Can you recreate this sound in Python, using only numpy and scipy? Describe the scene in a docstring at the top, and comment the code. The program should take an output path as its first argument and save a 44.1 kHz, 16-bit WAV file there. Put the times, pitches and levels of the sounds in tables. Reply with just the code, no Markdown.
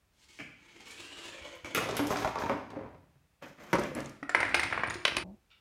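"""Living-room chain reaction

A homemade machine works its way closer across a wooden floor. A toy car is knocked loose, whirrs down
a plastic track and crashes; a ball rumbles over the boards; cereal boxes scrape and slap down; wooden
blocks clack over and plastic parts are struck. Then the sound turns dull and a faint ping is left.
Hits are noise bursts and damped rings; rolling and scraping are streams of tiny contacts."""
import sys
import numpy as np
from scipy import signal
from scipy.fft import rfft, irfft, next_fast_len
from scipy.io import wavfile
from scipy.ndimage import uniform_filter1d, map_coordinates

SR = 44100
rng = np.random.default_rng(int(sys.argv[2]) if len(sys.argv) > 2 else 0)


def store_wav(level_fs):
    """Save 16-bit WAV to argv[1]."""
    pcm = np.round(np.clip(np.atleast_2d(level_fs), -1, 1) * 32767)
    wavfile.write(sys.argv[1], SR, pcm.T.astype(np.int16))


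N = 247327
T = np.arange(N) / SR
HIT_T = T[:SR // 3]  # time axis of one hit

# Cue levels are set before each layer's trim and reverb; boom and crack are relative to the mids.
# Blocks toppling, then two bright clinks with the last plastic hit. Each row: start in seconds,
# level in dB, crack in dB, main ring in Hz, clink level in dB, clink pitch in Hz.
CLACKS = [(4.2288, -34, -25.5, 1400, -57, 5600), (4.2939, -26.5, -19, 1580, -41.5, 7220),
          (4.348, -12.5, -26, 1770, -42, 9800), (4.4032, -23, -16.5, 1670, -42, 9140),
          (4.4300, -19, -30, 1850, -48, 9200), (4.4512, -26.5, -24, 1900, -52.5, 7600),
          (4.4915, -42, -11, 1690, -53, 7600), (4.544, -16.5, -12.5, 2443, -50, 9800),
          (4.5953, -21, -14.5, 1900, -38, 8850), (4.6326, -23.5, -15.5, 2120, -45, 7400),
          (4.7262, -22.5, -28, 1730, -60, 9700), (4.7767, -23.5, -34, 1170, -62, 7700),
          (4.8350, -21, -32.5, 1130, -57, 6820), (4.8731, -41.5, -11, 1390, -48.5, 9260),
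          (4.8992, -43.5, 1, 1560, -40.5, 6820), (4.907, -30.5, -20, 1590, -44, 9200),
          (4.941, -42.5, -0.5, 1500, -48.5, 6700), (5.169, -46, -10, 2100, -36, 9620),
          (5.182, -31.5, -18, 2050, -41.5, 9620)]
# A block's body modes. Each row: pitch in Hz, width in Hz, gain in dB.
BLOCK_MODES = [(650, 220, -24.5), (1140, 260, -18.5), (1730, 470, 6), (2020, 93, 4.5), (2360, 130, -3)]
# Its stiff lengthwise modes. Each row: multiple of the clink pitch, width in Hz, gain in dB.
CLINK_MODES = [(1, 200, 6.5), (1.035, 410, -7), (0.93, 280, 1.5), (0.78, 350, -10), (1.33, 300, -15.5)]
# Tone of wood on wood. Each row: frequency in Hz, gain in dB.
WOOD_EQ = [(29, -39.5), (50, 2.5), (75, 5), (208, -2.5), (337, 4), (450, -14), (532, -2), (765, -2),
           (2380, -2), (3100, -14), (5670, -29), (7950, -46.5), (8970, -39), (10400, -47.5), (16000, -51)]
# A block's bright crack. Each row: frequency in Hz, gain in dB.
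CRACK_EQ = [(2000, -14.5), (3600, 8.5), (5600, 2.5), (7500, -8.5), (9500, 0), (10800, -20), (16000, -19.5)]
# Fallen blocks and toys jostling. Each row: start and end in seconds, level in dB.
JOSTLE_SPANS = [(4.328, 4.908, -43), (5.051, 5.196, -42.5)]
# Hard plastic parts colliding. Each row: start in seconds, level, boom and crack in dB,
# main ring in Hz, edge ping in Hz, relative ping level in dB.
PLASTIC_HITS = [(1.748, -20.5, -5.5, -9.5, 1376, 6350, -8), (1.9675, -30.5, -6.5, -1.5, 2320, 11540, -5),
                (5.051, -14.5, -16, -6.5, 1570, 5160, -22), (5.078, -22, -17.5, -5, 2120, 4130, -10),
                (5.1665, -20.5, -8.5, -5, 2220, 4750, -8.5)]
# A plastic shell's modes. Each row: pitch in Hz, width in Hz, gain in dB.
SHELL_MODES = [(520, 130, 1.5), (1400, 110, -7), (2540, 150, 1), (2760, 300, 3.5), (3340, 250, -0.5),
               (4770, 730, -3.5), (6200, 560, -3.5)]
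# Contact noise of plastic. Each row: frequency in Hz, gain in dB.
PLASTIC_EQ = [(60, -24), (180, -2.5), (500, -1.5), (850, -7), (1500, 1.5), (2600, 0), (3600, -7),
              (5500, -9), (7500, -26), (9500, -17.5), (11000, -29.5), (16000, -35)]
# The car's run down the track. Each row: time in seconds, body level in dB, treble level in dB.
CAR_LEVELS = [(0.58, -63.5, -74), (0.79, -61.5, -68), (0.86, -54.5, -58), (0.95, -55, -59),
              (1.06, -52, -54), (1.14, -54.5, -62), (1.25, -51, -53.5), (1.38, -53.5, -66),
              (1.5, -52.5, -59.5), (1.571, -51, -67.5)]
# The whirr follows the car's speed. Each row: time in seconds, pitch in Hz, relative level in dB.
WHIRR_CURVE = [(0.6, 200, -18), (0.781, 350, 0.5), (0.929, 450, -12.5), (1.099, 590, -9),
               (1.301, 530, -5.5), (1.5, 495, 1.5), (1.74, 480, 3.5)]
# The wheels' partials. Each row: multiple of the whirr pitch, width in Hz, gain in dB.
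WHEEL_PARTIALS = [(0.58, 100, -10), (1, 230, -3), (2, 200, -10)]
# Light plastic rattles: the trigger, then the car after its hop.
# Each row: start, attack and end in seconds, level in dB, relative hiss in dB.
RATTLES = [(0.07, 0.17, 0.41, -67.5, 4), (1.632, 0.019, 1.724, -49, -10.5)]
# Tone of the track under the wheels. Each row: frequency in Hz, gain in dB.
TRACK_EQ = [(60, -7), (130, -4), (280, -1), (450, -1.5), (720, -12.5), (1000, -5), (1500, -4), (2000, -4.5),
            (2700, -2.5), (3600, -7.5), (5000, -15), (7000, -18), (9000, -22.5), (11500, -32.5),
            (16000, -37.5)]
# The track's resonances. Each row: pitch in Hz, shift in the bend in Hz, width in Hz, gain in dB.
TRACK_MODES = [(285, 0, 70, -13), (840, 130, 110, -13), (1850, -380, 200, -12), (2080, 720, 330, -3),
               (2900, 850, 600, -13), (6000, 1300, 1400, -15)]
# The car is knocked loose, then lands. 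Each row: start in seconds, level, boom and crack in dB.
TRACK_HITS = [(0.389, -35, -8.5, -13.5), (1.646, -34.5, -6.5, -9.5)]
# Tone of the struck track. Each row: frequency in Hz, gain in dB.
TRACK_HIT_EQ = [(50, -14.5), (130, 2), (190, 6), (300, 3), (420, -6.5), (700, -10.5), (1100, -5.5),
                (1700, -8.5), (2300, -2), (3000, -8), (3800, -27), (6000, -19), (9000, -29.5),
                (16000, -39.5)]
# Knocks on the floor. Each row: start in seconds, level, boom and crack in dB, hollow ring in Hz,
# relative ring level in dB.
FLOOR_HITS = [(1.772, -25, -4.5, -15.5, 490, -5.5), (1.889, -32.5, 2.5, -5, 416, 0.5),
              (1.992, -24.5, 1.5, -14.5, 290, -6.5), (2.105, -23.5, -1.5, -27, 412, -8.5),
              (2.124, -28, -7, -24, 749, -5), (2.158, -28, -10.5, -10.5, 293, -1.5),
              (2.246, -21.5, -9, -21.5, 634, -8), (2.274, -26.5, -6.5, -15, 703, -12.5),
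              (2.355, -26.5, -12, -19, 1146, -10), (2.42, -31, -6, -14.5, 978, -6),
              (2.436, -27, 0, -22, 938, 2.5), (2.459, -30, -1, -14, 931, 6),
              (2.495, -24.5, -0.5, -17.5, 557.3, -5), (2.516, -31.5, 1, -21, 269, 8),
              (2.703, -45, 2.5, -6.5, 270, -12), (2.766, -44, 7, -30, 535, -1),
              (2.945, -52, 2.5, -20, 154, 4), (3.029, -71.5, 10.5, -24, 172, 2),
              (3.156, -68, 4.5, -25, 143, -3)]
# Tone of the floorboards. Each row: frequency in Hz, gain in dB.
BOARD_EQ = [(26, -42), (45, -10.5), (92, 3), (239, 2), (291, 2.5), (391, 3), (640, 3.5), (760, 3.5),
            (948, 4.5), (2410, -12.5), (2900, -21), (6600, -30), (7470, -36.5), (11900, -44), (16000, -55)]
# The ball rolling. Each row: start and end in seconds, level, boom and relative hiss in dB.
BALL_ROLLS = [(1.753, 2.225, -38.5, 0, -10.5), (2.34, 2.52, -35.5, -3, -27), (2.682, 2.856, -48, 4, -28)]
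# Boxes slapping down. Each row: start in seconds, level, boom and crack in dB.
BOX_HITS = [(3.7295, -19, -2, -19), (3.742, -24.5, 1.5, -32.5), (3.752, -26, -16, -27.5),
            (3.783, -29.5, 5.5, -12.5)]
# Tone of a box landing flat. Each row: frequency in Hz, gain in dB.
SLAP_EQ = [(30, -40.5), (55, -5.5), (100, -5.5), (150, 4), (280, -2), (350, 5), (440, -6.5), (560, 4.5),
           (720, -11), (910, 0.5), (1100, -6.5), (1320, -5.5), (1600, -13), (2300, -13.5), (2900, -24.5),
           (3700, -26), (6000, -20.5), (10000, -45), (16000, -53)]
# Boxes scraping as they are shoved, tip and settle.
# Each row: start and end in seconds, level, boom and relative hiss in dB.
BOX_SCRAPES = [(2.085, 2.11, -47, -5.5, 4), (2.165, 2.225, -43.5, -24, -4), (2.38, 2.41, -47, -15, -5.5),
               (2.47, 2.495, -55.5, -1, -3), (3.41, 3.44, -45, -5, -10.5), (3.57, 3.72, -52, -2.5, -10.5),
               (3.79, 3.85, -38.5, -1, -16), (3.94, 4.0, -40.5, 3.5, -18), (4.05, 4.09, -61.5, 3.5, -15)]
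# Body of sliding cardboard. Each row: frequency in Hz, gain in dB.
CARDBOARD_EQ = [(29, -29), (50, -1), (96, -6), (145, 3), (300, 4), (430, -3), (580, -3), (760, -11.5),
                (1100, -11), (2380, -14.5), (2880, -21), (3670, -24.5), (6000, -21), (10000, -53),
                (16000, -60.5)]
# Rasp of card on card. Each row: frequency in Hz, gain in dB.
RASP_EQ = [(3000, 5), (4500, -2.5), (6400, 2.5), (8000, -6), (10500, -10.5), (13500, -5.5), (16000, -17)]
# Hollow notes of the air in bumped boxes. Each row: start in seconds, level in dB, pitch in Hz.
BOX_NOTES = [(3.425, -47.5, 570), (3.502, -52.5, 200), (3.51, -51.5, 550), (3.785, -29, 585),
             (3.83, -40.5, 518), (3.917, -38, 510), (3.965, -38.5, 590), (3.988, -34.5, 547)]
# Soft, low thuds. Each row: start in seconds, level in dB, pitch in Hz.
FLOOR_THUDS = [(0.394, -47, 288), (1.414, -50.5, 71.6), (1.637, -49, 83.4), (2.245, -43.5, 72.2),
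               (2.766, -38, 295), (2.858, -49.5, 88), (3.028, -59, 168), (3.156, -65.5, 135),
               (4.227, -38.5, 282), (4.955, -38, 349), (5.172, -43, 66), (5.172, -40.5, 360)]
# Bright ticks of toys and box flaps. Each row: start in seconds, level in dB, band centre in Hz.
TICK_HITS = [(0.884, -62, 10000), (0.8925, -59, 5460), (0.909, -49.5, 6200), (0.916, -58.5, 6650),
             (1.554, -60.5, 9440), (1.748, -30.5, 9300), (1.761, -43, 8000), (1.778, -39, 7970),
             (1.91, -42, 4520), (1.968, -35.5, 8700), (2.0697, -39.5, 7750), (2.103, -44.5, 4180),
             (2.17, -38.5, 4160), (2.3856, -43, 4000), (3.7297, -39, 7600), (3.754, -45, 6760),
             (3.7955, -44.5, 7800), (3.8354, -43, 4670), (3.95, -41, 7270), (4.004, -45, 5840),
             (4.045, -54.5, 5540), (4.059, -44, 4900), (4.095, -51.5, 6970), (5.051, -28, 3840),
             (5.1668, -32.5, 5200)]
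# Modes of the metal ping. Each row: pitch in Hz, width in Hz, gain in dB.
METAL_MODES = [(1330, 17, -4), (1990, 25, -7), (2284, 27, 1), (2850, 35, -5), (2850, 77, 7), (3560, 62, 7),
               (3800, 31, -10)]
# Room tone. Each row: frequency in Hz, gain in dB.
AIR_EQ = [(15, -47.5), (25, -10), (64, 2), (206, -11), (344, -15.5), (2220, -21), (2550, -20),
          (2910, -23.5), (6050, -28.5), (16000, -33.5)]
# The room's decay. Each row: frequency in Hz, time to fall 60 dB in seconds.
REVERB_TIMES = [(100, 0.91), (260, 0.62), (700, 0.54), (1840, 0.65), (4850, 0.77), (12000, 0.41)]

FIRST_WET_DB, APPROACH_DB_PER_S = 6.5, 3  # the reverb send on hits falls as the machine comes closer


def clack(hz, crack_db, usual_hz=1850):
    """A hard knock: a main ring that pulls the other modes partway along, under a bright crack."""
    body = peak(ring([(hz, 290, 0)]), 0)
    body += peak(ring(BLOCK_MODES, np.sqrt(hz / usual_hz), jitter=0.074), -1)
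    body += peak(colour(burst(t60=0.06), WOOD_EQ), -7)
    body = rebound(cut(body, [420, 3200], "band"), lag_s=0.0018, db=-10, rise_s=0.0007)
    crack = rebound(colour(burst(t60=0.053), CRACK_EQ), lag_s=0.0038, db=-13.5)
    return peak(body, 0) + peak(crack, crack_db)


def clink(hz):
    """A short, high ring, as of a block caught on its edge."""
    return rebound(cut(ring(CLINK_MODES, hz, jitter=0.0045), 4500, "high"), lag_s=0.004, db=-9)


def blocks_and_clinks(stray_hz=9200, stray_range_hz=900):
    """Blocks topple, clink and jostle; two more bright clinks come with the last plastic hit."""
    clacks, clinks = np.zeros((2, N))
    for s, level_db, crack_db, hz, clink_db, clink_hz in CLACKS:
        add(clacks, s, amp(level_db) * clack(hz, crack_db))
        add(clinks, s, peak(clink(clink_hz), clink_db))
    jostling = sum(amp(level_db) * envelope(start, end, attack_s=0.034, release_t60=0.4)
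                   for start, end, level_db in JOSTLE_SPANS)
    clatter = colour(grains(per_s=300, spread_db=1.8), WOOD_EQ)
    clacks += unit(cut(clatter, 61, "high")) * jostling
    # faint stray clinks dot the first stretch of jostling
    start, end, _ = JOSTLE_SPANS[0]
    for when, pitch, softness in rng.random(size=(16, 3)):
        stray = clink(stray_hz + stray_range_hz * (pitch - .5))
        add(clinks, start + when * (end - start), peak(stray, -60 - 10 * softness))
    # these hits are close by, so the walls answer later and more evenly
    reverb = room(clacks + amp(-2) * clinks, first_s=0.0089, early_db=2.5)
    return clacks + clinks + amp(-6) * reverb


def plastic_crash(hz, edge_hz, edge_db):
    """A stiff plastic shell rings briefly under its contact noise, with a bright ping from its edge."""
    shell = peak(ring(SHELL_MODES, jitter=0.012), 0) + peak(ring([(hz, 130, 0)]), -2)
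    edge = peak(cut(burst(t60=0.023), [edge_hz - 400, edge_hz + 400], "band", order=2), edge_db)
    contact = peak(colour(burst(t60=0.027), PLASTIC_EQ), 3)
    return rebound(shell + edge + contact, lag_s=0.0024, db=-18, rise_s=0.001)


def toy_car(release_t60=0.082, flutter_db=3.6, bend_s=1.14, bend_width_s=0.19):
    """Small wheels rush along the plastic track; their whirr climbs on the slope and sinks on the flat."""
    times, body_db, treble_db = np.transpose(CAR_LEVELS)
    descending = envelope(times[0] - .1, times[-1], 0.17, release_t60)
    body_gain = descending * amp(np.interp(T, times, body_db))
    treble_gain = descending * amp(np.interp(T, times, treble_db))
    for start, attack, end, level_db, hiss_db in RATTLES:
        rattling = amp(level_db) * envelope(start, end, attack, release_t60)
        body_gain += rattling
        treble_gain += rattling * amp(hiss_db)
    chatter = colour(grains(per_s=2500, spread_db=2.8), TRACK_EQ)
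    times, whirr_hz, whirr_db = np.transpose(WHIRR_CURVE)
    pitch = np.interp(T, times, whirr_hz)
    whirr = sum(amp(db) * wavering(k * pitch, width) for k, width, db in WHEEL_PARTIALS)
    whirr *= amp(np.interp(T, times, whirr_db))
    in_bend = np.exp(-((T - bend_s) / bend_width_s) ** 2)
    track = sum(amp(db) * wavering(hz + shift * in_bend, width) for hz, shift, width, db in TRACK_MODES)
    body = amp(-2) * unit(cut(chatter, 3700, "low")) + whirr + track
    treble = unit(cut(chatter, 4500, "high"))
    car = floor_echo(body * body_gain + treble * treble_gain)
    car *= flicker(flutter_db, pace_hz=35)  # uneven wheels
    return amp(-3) * with_room(car, 0)


def floor_echo(x, top_lag_s=0.0031, lag_drop_s=0.001086, db=-14):
    """The floor mirrors the car: the lag shrinks as it descends, sweeping a comb filter upward."""
    lag_s = top_lag_s - lag_drop_s * ramp(start_s=0.58, length_s=0.92)
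    mirrored = map_coordinates(x, [(T - lag_s) * SR])
    return (x + amp(db) * mirrored) / np.hypot(1, amp(db))


def track_knock():
    """A blow sets the whole length of the track rattling."""
    return colour(burst(t60=0.028), TRACK_HIT_EQ)


def board_knock(hz, ring_db, swell_s=0.0031):
    """Floorboards answer with a short, dense thump; a hollow ring swells just after it."""
    hollow = ring([(hz, 20, 0)]) * (1 - np.exp(-(HIT_T / swell_s) ** 2))
    thump = rebound(colour(burst(t60=0.03), BOARD_EQ), lag_s=0.0054, db=-19.5, rise_s=0.00057)
    return peak(thump, 0) + peak(hollow, ring_db)


def box_slap():
    """A hollow box lands flat and its panels flap against the floor."""
    return rebound(colour(burst(t60=0.08), SLAP_EQ), lag_s=0.0078, db=-6)


def ball_rumble():
    """The rolling ball drums the floorboards with small contacts."""
    rumble = rubbing(BALL_ROLLS, BOARD_EQ, BOARD_EQ, per_s=480, attack_s=0.04, release_t60=0.43)
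    return amp(-4.5) * with_room(rumble, -5)


def ball_voice(low_hz=464.6, high_hz=955, growth_db=4):
    """Over its first two rolls the ball has a hollow voice that climbs and grows."""
    climb = ramp(start_s=1.97, length_s=0.45)
    rolling = envelope(BALL_ROLLS[0][0], BALL_ROLLS[1][1], attack_s=0.045, release_t60=0.3)
    voice = wavering(low_hz + (high_hz - low_hz) * climb, width_hz=93)
    return with_room(voice * amp(-51.5 + growth_db * climb) * rolling, -5)


def scraping_boxes():
    """Sliding cardboard makes dense contacts: a boxy body with a dry rasp on top."""
    scrape = rubbing(BOX_SCRAPES, CARDBOARD_EQ, RASP_EQ, per_s=4000, attack_s=0.017, release_t60=0.27)
    return amp(-3) * with_room(scrape, -3.5)


def booms(cues, width_hz, room_db):
    """A sprung floor or the air in a box swings for a few cycles."""
    x = np.zeros(N)
    for s, level_db, hz in cues:
        add(x, s, peak(ring([(hz, width_hz, 0)]), level_db))
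    return with_room(x, room_db)


def ticks(octaves=1.41):
    """Light, hard contacts: only treble, which the room spreads into an even hiss."""
    direct, send = np.zeros((2, N))
    for s, level_db, hz in TICK_HITS:
        band = hz * 2 ** (np.array([-.5, .5]) * octaves)
        contact = rebound(burst(t60=0.003), lag_s=0.0028, db=-1.5)
        tick = peak(cut(contact, band, "band"), level_db)
        snap = unit(cut(1. * (HIT_T == 0), band, "band"))  # a clean impulse feeds the reverb
        add(direct, s, tick)
        add(send, s, snap * np.std(tick) * amp(FIRST_WET_DB - APPROACH_DB_PER_S * s))
    return direct + amp(-3) * room(send)


def drone(start_s=5.2, end_s=5.345, base_hz=172.6, bend_hz=39.7):
    """A short, low tone near the end that bends upward."""
    hz = base_hz + bend_hz * ramp(start_s, length_s=0.138) ** 2
    tone = unit(np.sin(2 * np.pi * np.cumsum(hz) / SR))
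    return amp(-47) * tone * envelope(start_s, end_s, attack_s=0.051, release_t60=0.042)


def ping(start_s=5.503, swell_s=0.0012):
    """A faint, distant touch on something metal, heard mostly through the room."""
    metal = ring(METAL_MODES, jitter=0) * (1 - np.exp(-HIT_T / swell_s))
    touch = cut(burst(t60=0.032), [1200, 4200], "band")
    x = np.zeros(N)
    add(x, start_s, peak(metal, -57.5) + peak(touch, -58))
    return amp(-9) * x + amp(2) * room(x)


def room_tone():
    """The room's quiet air: a steady bed of dark noise."""
    return amp(-71.5) * unit(colour(rng.standard_normal(N), AIR_EQ))


def room(x, first_s=0.0039, early_db=3, early_s=0.015):
    """Reverb alone, at unit energy: strong early reflections, then a tail with a decay per octave."""
    t, tail = T[:SR], 0
    hz, t60s = np.transpose(REVERB_TIMES)
    for low_hz in 44 * 2 ** np.arange(9):
        octave = cut(rng.standard_normal(SR), [low_hz, 2 * low_hz], "band")
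        t60 = np.interp(np.log(low_hz * np.sqrt(2)), np.log(hz), t60s)
        tail += octave * amp(-60 * t / t60)
    tail *= np.clip(t / first_s - 1, 0, 1)  # pre-delay
    tail *= 1 + amp(early_db) * np.exp(-t / early_s)
    return signal.fftconvolve(x, tail / np.sqrt(np.sum(tail ** 2)))[:N]


def with_room(x, room_db):
    """Direct sound plus its reverb."""
    return x + amp(room_db) * room(x)


def blows(cues, strike, trim_db, room_db):
    """Each blow has its own share of boom and crack; early, far ones arrive mostly through the room."""
    direct, send = np.zeros((2, N))
    for s, level_db, boom_db, crack_db, *voicing in cues:
        boom, mid, crack = registers(strike(*voicing))
        hit = peak(boom, boom_db) + peak(mid, 0) + peak(crack, crack_db)
        wet_db = FIRST_WET_DB - APPROACH_DB_PER_S * s
        add(direct, s, hit * amp(level_db + trim_db - max(wet_db, 0)))
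        add(send, s, hit * amp(level_db + trim_db + wet_db))
    return direct + amp(room_db) * room(send)


def rubbing(spans, body_eq, surface_eq, per_s, attack_s, release_t60):
    """Rolling or sliding: a stream of small contacts shakes a body and hisses on its surface."""
    contacts = grains(per_s, spread_db=-2.5)
    boom, mid, _ = registers(colour(contacts, body_eq))
    _, _, hiss = registers(colour(contacts, surface_eq))
    hiss *= flicker(3.5, pace_hz=40)  # the surface catches and slips
    x = np.zeros(N)
    for start, end, level_db, boom_db, hiss_db in spans:
        blend = unit(mid) + amp(boom_db) * unit(boom) + amp(hiss_db) * unit(hiss)
        x += blend * amp(level_db) * envelope(start, end, attack_s, release_t60)
    return x


def dulled(x, treble_end_s=5.234, bass_end_s=5.36):
    """The treble drops away abruptly, and the bass ducks a moment later."""
    bright = np.clip((treble_end_s - T) / 0.014 + .5, 0, 1)
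    bass = np.clip((bass_end_s - T) / 0.13 + .5, amp(-18), 1)
    return bright * x + (1 - bright) * bass * cut(x, 850, "low", order=8)


def ring(modes, pitch=1, jitter=0.0023):
    """Damped modes after one blow, each detuned at random; wider modes die sooner."""
    x = 0
    for hz, width_hz, db in modes:
        tuned_hz = hz * pitch * (1 + jitter * rng.standard_normal())
        x += amp(db) * np.exp(-np.pi * width_hz * HIT_T) * np.sin(2 * np.pi * tuned_hz * HIT_T)
    return x


def burst(t60):
    """The contact noise of one blow, fading 60 dB in t60 seconds."""
    return rng.standard_normal(len(HIT_T)) * amp(-60 * HIT_T / t60)


def rebound(x, lag_s, db, rise_s=0.00073):
    """A contact builds up in a moment and is followed by a weaker second touch."""
    x = x * (1 - np.exp(-HIT_T / rise_s))
    return x + amp(db) * np.interp(HIT_T - lag_s * rng.uniform(.6, 1.6), HIT_T, x, left=0)


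def grains(per_s, spread_db):
    """Tiny contacts at random moments; a few are much louder, or softer if the spread is negative."""
    sizes = amp(spread_db * np.minimum(rng.exponential(size=N), 4))
    return (rng.random(N) < per_s / SR) * sizes * rng.choice([-1, 1], N)


def wavering(hz, width_hz):
    """A narrow, fluttering resonance around a moving centre; rms 1."""
    slow_noise = unit(cut(rng.standard_normal(N), width_hz / 2, "low", order=2))
    flutter = signal.hilbert(slow_noise, next_fast_len(N))[:N]
    return np.real(flutter * np.exp(2j * np.pi * np.cumsum(hz) / SR))


def flicker(depth_db, pace_hz):
    """A gain that wobbles at random."""
    return amp(depth_db * unit(cut(rng.standard_normal(N), pace_hz, "low")))


def envelope(start_s, end_s, attack_s, release_t60):
    """Swell from the start, hold until the end, then die away."""
    return ramp(start_s, attack_s) ** 2 * amp(-60 * np.maximum(T - end_s, 0) / release_t60)


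def ramp(start_s, length_s):
    """Rise evenly from 0 to 1 and stay there."""
    return np.clip((T - start_s) / length_s, 0, 1)


def colour(x, eq, size=4096):
    """Minimum-phase EQ through (Hz, dB) points."""
    hz, db = np.transpose(eq)
    bin_hz = np.fft.rfftfreq(size, 1 / SR)
    log_gain = np.log(amp(np.interp(np.log(bin_hz + 1), np.log(hz), db)))
    cepstrum = irfft(log_gain)[:size // 2]
    cepstrum[1:] *= 2
    impulse = irfft(np.exp(rfft(cepstrum, size)))
    return signal.oaconvolve(x, impulse)[:len(x)]


def registers(x):
    """Split into boom, mids and treble."""
    return cut(x, 600, "low"), cut(x, [600, 3000], "band"), cut(x, 3000, "high", order=5)


def cut(x, hz, kind, order=3):
    """Low-, high- or band-pass."""
    return signal.sosfilt(signal.butter(order, np.clip(hz, 10, .48 * SR), kind, fs=SR, output="sos"), x)


def peak(x, db):
    """Set the level of the loudest 4 ms."""
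    return x * amp(db) / np.sqrt(uniform_filter1d(x ** 2, 176).max())


def unit(x):
    """Scale to rms 1."""
    return x / np.sqrt(np.mean(x ** 2))


def amp(db):
    """Decibels to gain."""
    return 10 ** (np.asarray(db) / 20)


def add(out, s, x):
    """Mix x in at s seconds."""
    i = int(s * SR)
    out[i:i + len(x)] += x[:N - i]


def scene():
    """Mix the machine's stages, dull their ending, and add the room tone and the last ping."""
    machine = toy_car() + ball_voice() + ticks() + blocks_and_clinks() + drone()
    machine += booms(FLOOR_THUDS, width_hz=16, room_db=-3.5)
    machine += booms(BOX_NOTES, width_hz=22, room_db=-10.5)
    machine += ball_rumble() + scraping_boxes()
    machine += blows(FLOOR_HITS, board_knock, trim_db=-3.5, room_db=-1.5)
    machine += blows(TRACK_HITS, track_knock, trim_db=-3, room_db=0.5)
    machine += blows(BOX_HITS, box_slap, trim_db=-3, room_db=-3.5)
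    machine += blows(PLASTIC_HITS, plastic_crash, trim_db=-5.5, room_db=2)
    return (dulled(machine) + room_tone() + ping())[None]


def record(dry, bottom_hz=28, top_hz=15750):
    """Master EQ: thin the deepest bass and cut the very top."""
    top_cut = signal.ellip(8, .2, 70, top_hz, fs=SR, output="sos")
    return signal.sosfilt(top_cut, cut(dry, bottom_hz, "high"))


dry = scene()
out = record(dry)
store_wav(out)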